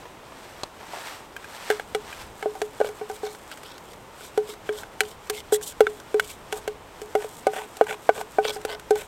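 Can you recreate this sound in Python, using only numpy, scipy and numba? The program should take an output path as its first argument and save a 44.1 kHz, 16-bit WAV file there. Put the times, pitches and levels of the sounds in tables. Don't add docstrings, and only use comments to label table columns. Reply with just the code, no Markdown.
import sys
import numpy as np
from scipy import signal
from scipy.fft import rfft, irfft
from scipy.io import wavfile
from scipy.ndimage import uniform_filter1d
from numba import njit

SR = 44100
rng = np.random.default_rng(int(sys.argv[2]) if len(sys.argv) > 2 else 0)


def generate_wav(sig):
    pcm = np.round(np.clip(np.atleast_2d(sig).T, -1, 1) * 32767).astype(np.int16)
    wavfile.write(sys.argv[1], SR, pcm)


N = 399987
TOP_HZ = 15900
TIME = np.arange(N) / SR
AFTER = np.arange(SR // 4) / SR


def undb(db):
    return 10 ** (np.asarray(db) / 20)


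def unit(x):
    return x / np.sqrt(np.mean(x ** 2))


def noise(size):
    return rng.standard_normal(size)


def curve(points):
    return np.interp(TIME, *np.transpose(points))


def fade(t60_s):
    return np.exp(-np.log(1000) * AFTER / max(t60_s, .002))


def add(out, start_s, x):
    i = max(int(start_s * SR), 0)
    out[i:i + len(x)] += x[:N - i]


def colour(x, points):
    freq_hz, level_db = np.transpose(points)
    octave = np.log2(np.fft.rfftfreq(len(x), 1 / SR) + 1)
    known = np.log2(freq_hz)
    skirt_db = -12 * abs(octave - np.clip(octave, known[0], known[-1]))
    gain = undb(np.interp(octave, known, level_db) + skirt_db)
    return unit(irfft(rfft(x) * gain, len(x)))


def walk(rate_hz, size):
    k = max(int(SR / rate_hz), 1)
    steps = np.repeat(noise(size // k + 1), k)
    return np.sqrt(3 / 2) * uniform_filter1d(steps, k)[:size]


def grains(size, per_s, spread_db):
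    strength = undb(spread_db * np.minimum(rng.exponential(size=size), 4))
    return unit(noise(size) * strength * (rng.random(size) < per_s / SR))


def ring(modes, clock_s=AFTER):
    out = 0
    for k, (freq_hz, level_db, t60_s) in enumerate(modes):
        swing = np.sin(2 * np.pi * freq_hz * clock_s)
        out = out + (-1) ** k * undb(level_db) * fade(t60_s) * swing
    return out


def spot(modes, detune, spread_db):
    return [(hz * (1 + detune * rng.standard_normal()), db + spread_db * rng.standard_normal(), t60_s)
            for hz, db, t60_s in modes]


def burst(points, t60_s):
    return colour(noise(len(AFTER)), points) * fade(t60_s)


def taps(events, points, t60_s):
    out = np.zeros(N)
    for start_s, level_db in events:
        add(out, start_s, undb(level_db) * burst(points, t60_s))
    return out


@njit
def resonate(x, hz, width_hz):
    y, band, low = np.empty(len(x)), 0., 0.
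    for i in range(len(x)):
        g, k = np.tan(np.pi * hz[i] / SR), width_hz / hz[i]
        v = (band + g * (x[i] - low)) / (1 + g * (g + k))
        band, low, y[i] = 2 * v - band, low + 2 * g * v, k * v
    return y


# freq_hz, rel_level_db
FOREST = [(12, -38), (20, -11), (77, -2.5), (241, -1.5), (434, 2), (698, -0.5), (897, 1.5), (1610, -8),
          (3340, -13.5), (4420, -20), (8410, -21), (10200, -28), (13200, -26), (16000, -33)]
# time_s, level_db
DRAUGHT = [(0, -59.5), (1.4, -60), (2.2, -53), (3.3, -60), (6.5, -53), (7.9, -63), (9.07, -49)]


def forest(rush_db=-46):
    rush = colour(noise(N), FOREST) * undb(rush_db + 0.29 * walk(2.5, size=N))
    air = colour(noise(N), [(22, -6), (60, -5), (130, -10.5), (260, -16.5)])
    return rush + air * undb(curve(DRAUGHT) + 2 * walk(7.3, size=N))


def movements(rows):
    t = TIME[::100]
    each = []
    for peak_s, swell_s, fade_s, level_db in rows:
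        span_s = np.where(t < peak_s, swell_s, fade_s)
        each.append(undb(level_db) * np.exp(-((t - peak_s) / span_s) ** 2))
    return np.interp(TIME, t, np.max(each, axis=0))


# peak_s, swell_s, fade_s, rel_level_db
REACHES = [(0, .1, 0.15, -50.5), (.5, 0.24, .2, -47), (1.07, 0.24, .14, -38), (1.72, 0.28, 0.085, -39),
           (2.13, 0.13, 0.15, -42)]
# freq_hz, rel_level_db
CLOTH = [(120, -34), (200, -14), (244, -10), (413, -14), (457, -7.5), (904, 2), (1030, -2), (1310, -0.5),
         (6000, -13), (7800, -34), (13200, -120)]
SWING_DB, SWING_LEAD_S, SWING_S, REST_DB = -53.5, 0.016, 0.059, -63.5


def sleeve(rustle_db=-1, reach_sheen_db=-9.5, swing_sheen_db=-8, flutter_db=1.6):
    swings = [(s - SWING_LEAD_S, SWING_S, SWING_S, SWING_DB) for s, *_ in KNOCKS]
    reach = movements(REACHES)
    swing = undb(REST_DB) + movements(swings)
    rustle = undb(rustle_db) * np.hypot(reach, swing) * colour(grains(N, per_s=6000, spread_db=0.5), CLOTH)
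    sheen_gain = np.hypot(undb(reach_sheen_db) * reach, undb(swing_sheen_db) * swing)
    sheen = sheen_gain * colour(grains(N, per_s=12000, spread_db=0.5), GRIT)
    return (rustle + sheen) * undb(flutter_db * walk(35, size=N))


# start_s, level_db
BUMPS = [(.055, -35.5), (.32, -37), (.805, -35.5), (.83, -35.5), (.889, -39), (.934, -33), (.942, -35),
         (.970, -30)]
# freq_hz, rel_level_db
BUMP = [(250, -19), (480, -1), (900, 0.5), (1300, -12), (4000, -26)]


def bumps():
    return taps(BUMPS, BUMP, t60_s=0.068)


# start_s, level_db
LID_TAPS = [(0.6342, -17), (0.6382, -43)]
# freq_hz, rel_level_db
LID = [(88, -45), (150, -22), (612, 1.5), (1010, -1), (1320, -7), (1640, -23), (1870, -24), (2700, -8),
       (2970, -30), (3400, 3), (3670, -13), (3970, -3), (5950, -20), (8410, -18), (15000, -60)]


def lid():
    return taps(LID_TAPS, LID, t60_s=0.02)


# start_s, level_db
GRIPS = [(1.365, -30), (1.444, -36), (2.128, -34)]
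# freq_hz, rel_level_db, t60_s
GRIPPER = [(1610, 0, .035), (2440, -0.5, 0.03), (3090, -8.5, 0.033)]


def gripper(tick_db=-7, tick_t60_s=0.031):
    out = taps([(s, db + tick_db) for s, db in GRIPS], TICK, tick_t60_s)
    for start_s, level_db in GRIPS:
        add(out, start_s, undb(level_db) * ring(spot(GRIPPER, 0.0083, 3)))
    return out


# start_s, base_db, wall_db, thud_db, thud_hz, clack_db, tick_db, press
KNOCKS = [(1.7016, -10.5, -17, -14, 560, -11, -20.5, 0.2), (1.711, -44, -24, -40, 600, -21, -26, 0.03),
          (1.722, -47, -32, -45, 600, -25, -37, 0), (1.797, -24.5, -40, -20.5, 740, -23, -37, 1),
          (1.9483, -13.5, -18.5, -17, 694, -16, -24.5, 0.28),
          (2.426, -26, -25, -35, 585, -20.5, -34.5, 0.18), (2.4581, -13.5, -24.5, -9, 614, -43, -47, 0.15),
          (2.552, -41, -29.5, -38, 600, -47, -40, 0), (2.617, -16.5, -31, -11, 695, -25.5, -23.5, 0.13),
          (2.8019, -13, -19, -17, 570, -31, -35.5, 0.16), (2.812, -2.5, -12, -33, 312, -24, -37, 1),
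          (2.845, -18, -23, -25, 570, -29, -39, 0.7), (2.89, -25.5, -34, -40, 352, -46, -37, .2),
          (3.0125, -21, -27, -18, 740, -50, -58, .2), (3.098, -26, -24, -42, 760, -52, -34, 0.05),
          (3.232, -21, -26.5, -33, 760, -45, -49, 0.02), (3.266, -36, -30, -45, 600, -47, -36, .1),
          (3.5148, -49, -50, -45, 310, -34, -36, 0.5), (3.633, -50, -54, -47, 670, -41, -36, 0),
          (4.208, -42, -45, -45, 300, -37, -50, .1), (4.376, -9, -19.5, -22, 694, -23.5, -28, 0.13),
          (4.49, -30, -48, -44, 580, -48, -39, 0), (4.691, -17, -37, -17, 570, -20, -37, 0.02),
          (4.8334, -33, -34, -34, 296, -29, -41, .9), (5.0056, -21.5, -23.5, -42, 570, -8.5, -12.5, 0),
          (5.298, -21.5, -30, -20, 730, -32, -14, 0), (5.5234, -7.5, -21.5, -22, 710, -26, -48, 0.09),
          (5.806, 1.5, -11, -35, 523, -13, -21, 0.41), (5.868, -19.5, -45, -20.5, 724, -12.5, -33, 0.03),
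          (6.1431, -10, -27, -28, 706, -29, -34, 0.03), (6.197, -22.5, -36, -24, 684, -10, -19.5, 0.5),
          (6.5254, -23, -25.5, -25, 560, -20.5, -22, 0), (6.677, -18, -27, -17.5, 555, -23.5, -27.5, 0.19),
          (7.0167, -28.5, -43, -28, 380, -45, -31.5, 0), (7.1518, -11.5, -14, -5, 590, -18, -28.5, 0.1),
          (7.2454, -20.5, -38, -23, 674, -43, -39, 0.48), (7.468, -17, -11, -1, 550, -23, -26, 0.05),
          (7.534, -31, -26, -21, 590, -32, -37, 0.43), (7.563, -47, -26, -19, 614, -28, -34, 0),
          (7.769, -44, -38, -44, 597, -52, -31.5, 0), (7.8114, -1, -9, 1.5, 670, -17, -33, 0.64),
          (7.909, -32, -25.5, -45, 600, -20.5, -33, 0.12), (8.0916, -4.5, -5.5, 4, 676, -11.5, -31.5, 0.71),
          (8.211, -33, -38, -45, 600, -36, -32, 0.18), (8.3845, -10.5, -8, -2.5, 640, -42, -37, 0.15),
          (8.4506, -14, -21, -45, 600, -17.5, -30, 0.57), (8.5615, -27.5, -28, -34, 345, -49, -43, 0),
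          (8.65, -23, -25, -13, 434, -30, -23, 0.3), (8.9072, -7, -15, -45, 600, -33, -23.5, 0.04),
          (8.956, -30, -20, -28, 380, -30.5, -31, 0.53)]
# freq_hz, rel_level_db, t60_s
WALL = [(857, 0, 0.013), (1215, -25, 0.094), (1498, -10, 0.063), (1920, -35, 0.052), (2263, -18.5, 0.039),
        (3250, -33, 0.035)]
# freq_hz, rel_level_db, t60_s
SPOON = [(1315, -6.5, .025), (1546, 1, 0.02), (1955, -10.5, 0.026), (2221, -8, 0.026), (2690, -19.5, 0.031),
         (2930, -17.5, 0.043), (3394, -12.5, 0.026), (4100, -20, 0.03), (8260, -24, .025)]
# freq_hz, rel_level_db
TICK = [(1500, 14), (3300, 8), (5200, 7.5), (8000, 9), (9500, 2.5), (12500, 3.5), (16000, -8)]
BASE_HZ = 423


def knocks(contact_s=0.0047, stiffen=0.44, base_loss_db_per_s=2200, wall_loss_db_per_s=1000, rise_s=0.00062,
           free_t60_s=0.22, damping=2.38, rim_hz=768, rim_stiffen=0.1, rim_t60_s=0.1, thud_t60_s=0.017,
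           tick_t60_s=0.03, tick_offset_db=-3, spot_db=2, radiate_hz=290, hardness=0.52, cushion_db=9):
    out = np.zeros(N)
    contact = np.cumsum(np.exp(-(AFTER / contact_s) ** 2)) / SR
    onset = 1 - np.exp(-AFTER / rise_s)
    for start_s, base_db, wall_db, thud_db, thud_hz, clack_db, tick_db, press in KNOCKS:
        held = press * contact
        loss = 1 + damping * press
        base_ring = ring([(BASE_HZ, 0, free_t60_s / loss)], AFTER + stiffen * held)
        base = undb(base_db - base_loss_db_per_s * held) * base_ring
        rim = ring([(rim_hz * (1 + rim_stiffen * press), 0, rim_t60_s / loss)])
        wall = undb(wall_db - wall_loss_db_per_s * held) * (ring(spot(WALL, 0.016, spot_db)) - rim)
        thud = ring([(thud_hz, thud_db, thud_t60_s)])
        tilt_db_per_octave = np.clip(hardness * (tick_db - clack_db + cushion_db), -7, 3)
        spoon = [(hz, db + tilt_db_per_octave * np.log2(hz / SPOON[1][0]), t60_s) for hz, db, t60_s in SPOON]
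        clack = undb(clack_db) * ring(spot(spoon, 0.026, spot_db))
        tick = undb(tick_db + tick_offset_db) * burst(TICK, tick_t60_s)
        add(out, start_s, onset * (base + wall + thud) + clack + tick)
    highpass = signal.butter(3, radiate_hz, "high", fs=SR, output="sos")
    return signal.sosfilt(highpass, out + 1e-18)


# time_s, level_db
CRACKLE = [(0, -82), (2.3, -59), (2.6, -55.5), (3.8, -66), (6.8, -67), (7.25, -53), (9.07, -68)]
# freq_hz, rel_level_db
GRIT = [(2000, -20), (3400, 2), (4700, -5.5), (5700, -1.5), (6400, -2.5), (7100, 2), (8400, 4), (9800, -5),
        (12500, -2.5), (16000, -14)]


def crackle(patchy_db=4.5):
    level_db = curve(CRACKLE) + patchy_db * walk(14, size=N)
    return undb(level_db) * colour(grains(N, per_s=2200, spread_db=3.5), GRIT)


# peak_s, swell_s, fade_s, ring_db, rasp_db, hiss_db, rasp_hz
STROKES = [(2.876, .047, 0.019, -35, -45, -47, 3180), (3.15, 0.09, 0.034, -67, -56, -50, 3350),
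           (3.25, 0.034, 0.11, -44, -45.5, -51.5, 3800), (3.524, 0.027, 0.022, -60, -40, -50, 2860),
           (3.67, 0.054, .11, -49, -46, -55, 3270), (3.92, 0.048, 0.025, -57, -51, -53, 3330),
           (4.25, 0.11, 0.061, -64, -51.5, -50, 3420), (4.499, 0.034, 0.055, -62, -44, -45.5, 3480),
           (4.786, 0.074, 0.052, -42.5, -46, -46, 3370), (5.09, 0.064, 0.072, -54, -49, -49, 3270),
           (5.375, 0.059, 0.041, -51, -39.5, -41.5, 3100), (5.533, 0.013, 0.042, -54, -26.5, -26, 7900),
           (5.65, 0.036, 0.082, -70, -44, -34.5, 7400), (5.9, 0.02, 0.18, -64, -57, -53.5, 3350),
           (6.303, .1, .06, -58, -46.5, -42, 3160), (6.559, 0.026, .046, -35.5, -57, -40.5, 8050),
           (7.226, .045, 0.043, -34, -45.5, -50, 1990), (7.575, .066, 0.093, -35, -40.5, -46, 2050),
           (7.908, 0.05, 0.044, -29.5, -34, -41.5, 2120), (8.199, 0.077, 0.039, -30, -51, -44, 2120),
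           (8.492, 0.068, 0.024, -29.5, -30, -40, 3120), (8.547, 0.027, 0.019, -46, -39, -39, 5000),
           (8.729, 0.057, 0.028, -27.5, -34.5, -44.5, 2940), (8.986, 0.039, 0.082, -38, -44.5, -43.5, 2090)]


def scrapes(base_db=-5, base_t60_s=0.2, rim_hz=790, rim_t60_s=0.015, wall_db=3, pot_db=-2,
            loaded_hz=680, wander=0.2, loaded_width_hz=110., loaded_db=-4, spoon_db=-7,
            gap_db=-1.5, gap_width_hz=480., overtone=1.69, overtone_db=-7,
            judder_hz=130, judder_db=2.5, glide_octaves=0.44, gap_wander_octaves=0.083):
    out = np.zeros(N)
    pot = ring([(BASE_HZ, base_db, base_t60_s), (rim_hz, 0, rim_t60_s)]) - undb(wall_db) * ring(WALL)
    for peak_s, swell_s, fade_s, ring_db, rasp_db, hiss_db, rasp_hz in STROKES:
        t = np.arange(-max(swell_s, .01), max(fade_s, .015), 1 / SR)
        n, start_s = len(t), peak_s + t[0]
        push = np.interp(t, [t[0], 0, t[-1]], [0, 1, 0]) ** 0.77
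        force = push * undb(judder_db * walk(judder_hz, size=n))
        slips = force * grains(n, per_s=1400, spread_db=3.2)

        spoon = ring(spot(SPOON, 0.039, 9.3))
        for body, body_db in ((pot, ring_db + pot_db), (spoon, rasp_db + spoon_db)):
            impulse = body / np.sqrt(np.sum(body ** 2))
            add(out, start_s, undb(body_db) * signal.fftconvolve(slips, impulse))

        base_hz = loaded_hz * np.exp(wander * walk(28.3, size=n))
        loaded = unit(resonate(slips, base_hz, loaded_width_hz))

        glide = glide_octaves * np.linspace(-.5, .5, n)
        gap_hz = rasp_hz * 2 ** (glide + gap_wander_octaves * walk(91, size=n))
        upper = resonate(slips, np.minimum(overtone * gap_hz, TOP_HZ), gap_width_hz)
        gap = unit(resonate(slips, gap_hz, gap_width_hz) - undb(overtone_db) * upper)

        hiss = colour(force * grains(n, per_s=7900, spread_db=0.0), GRIT)
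        mix = undb(ring_db + loaded_db) * loaded + undb(rasp_db + gap_db) * gap + undb(hiss_db) * hiss
        add(out, start_s, np.std(slips) * mix)
    return out


def grazes(clack_db=-42, tick_db=-41, scatter_s=0.053, scatter_db=3, tick_t60_s=0.029):
    out = np.zeros(N)
    for peak_s, *_ in STROKES:
        when, size = rng.standard_normal(2)
        tick = undb(tick_db) * burst(TICK, tick_t60_s)
        clack = undb(clack_db) * ring(spot(SPOON, 0.048, 3.5))
        add(out, peak_s + scatter_s * when, undb(scatter_db * size) * (tick + clack))
    return out


def scene():
    handling = bumps() + lid() + gripper()
    spooning = knocks() + crackle() + scrapes() + grazes()
    return (forest() + sleeve() + handling + spooning)[None]


def record(dry):
    lowpass = signal.ellip(10, .2, 80, TOP_HZ, fs=SR, output="sos")
    return signal.sosfilt(lowpass, np.clip(dry, -1, 1))


dry = scene()
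out = record(dry)
generate_wav(out)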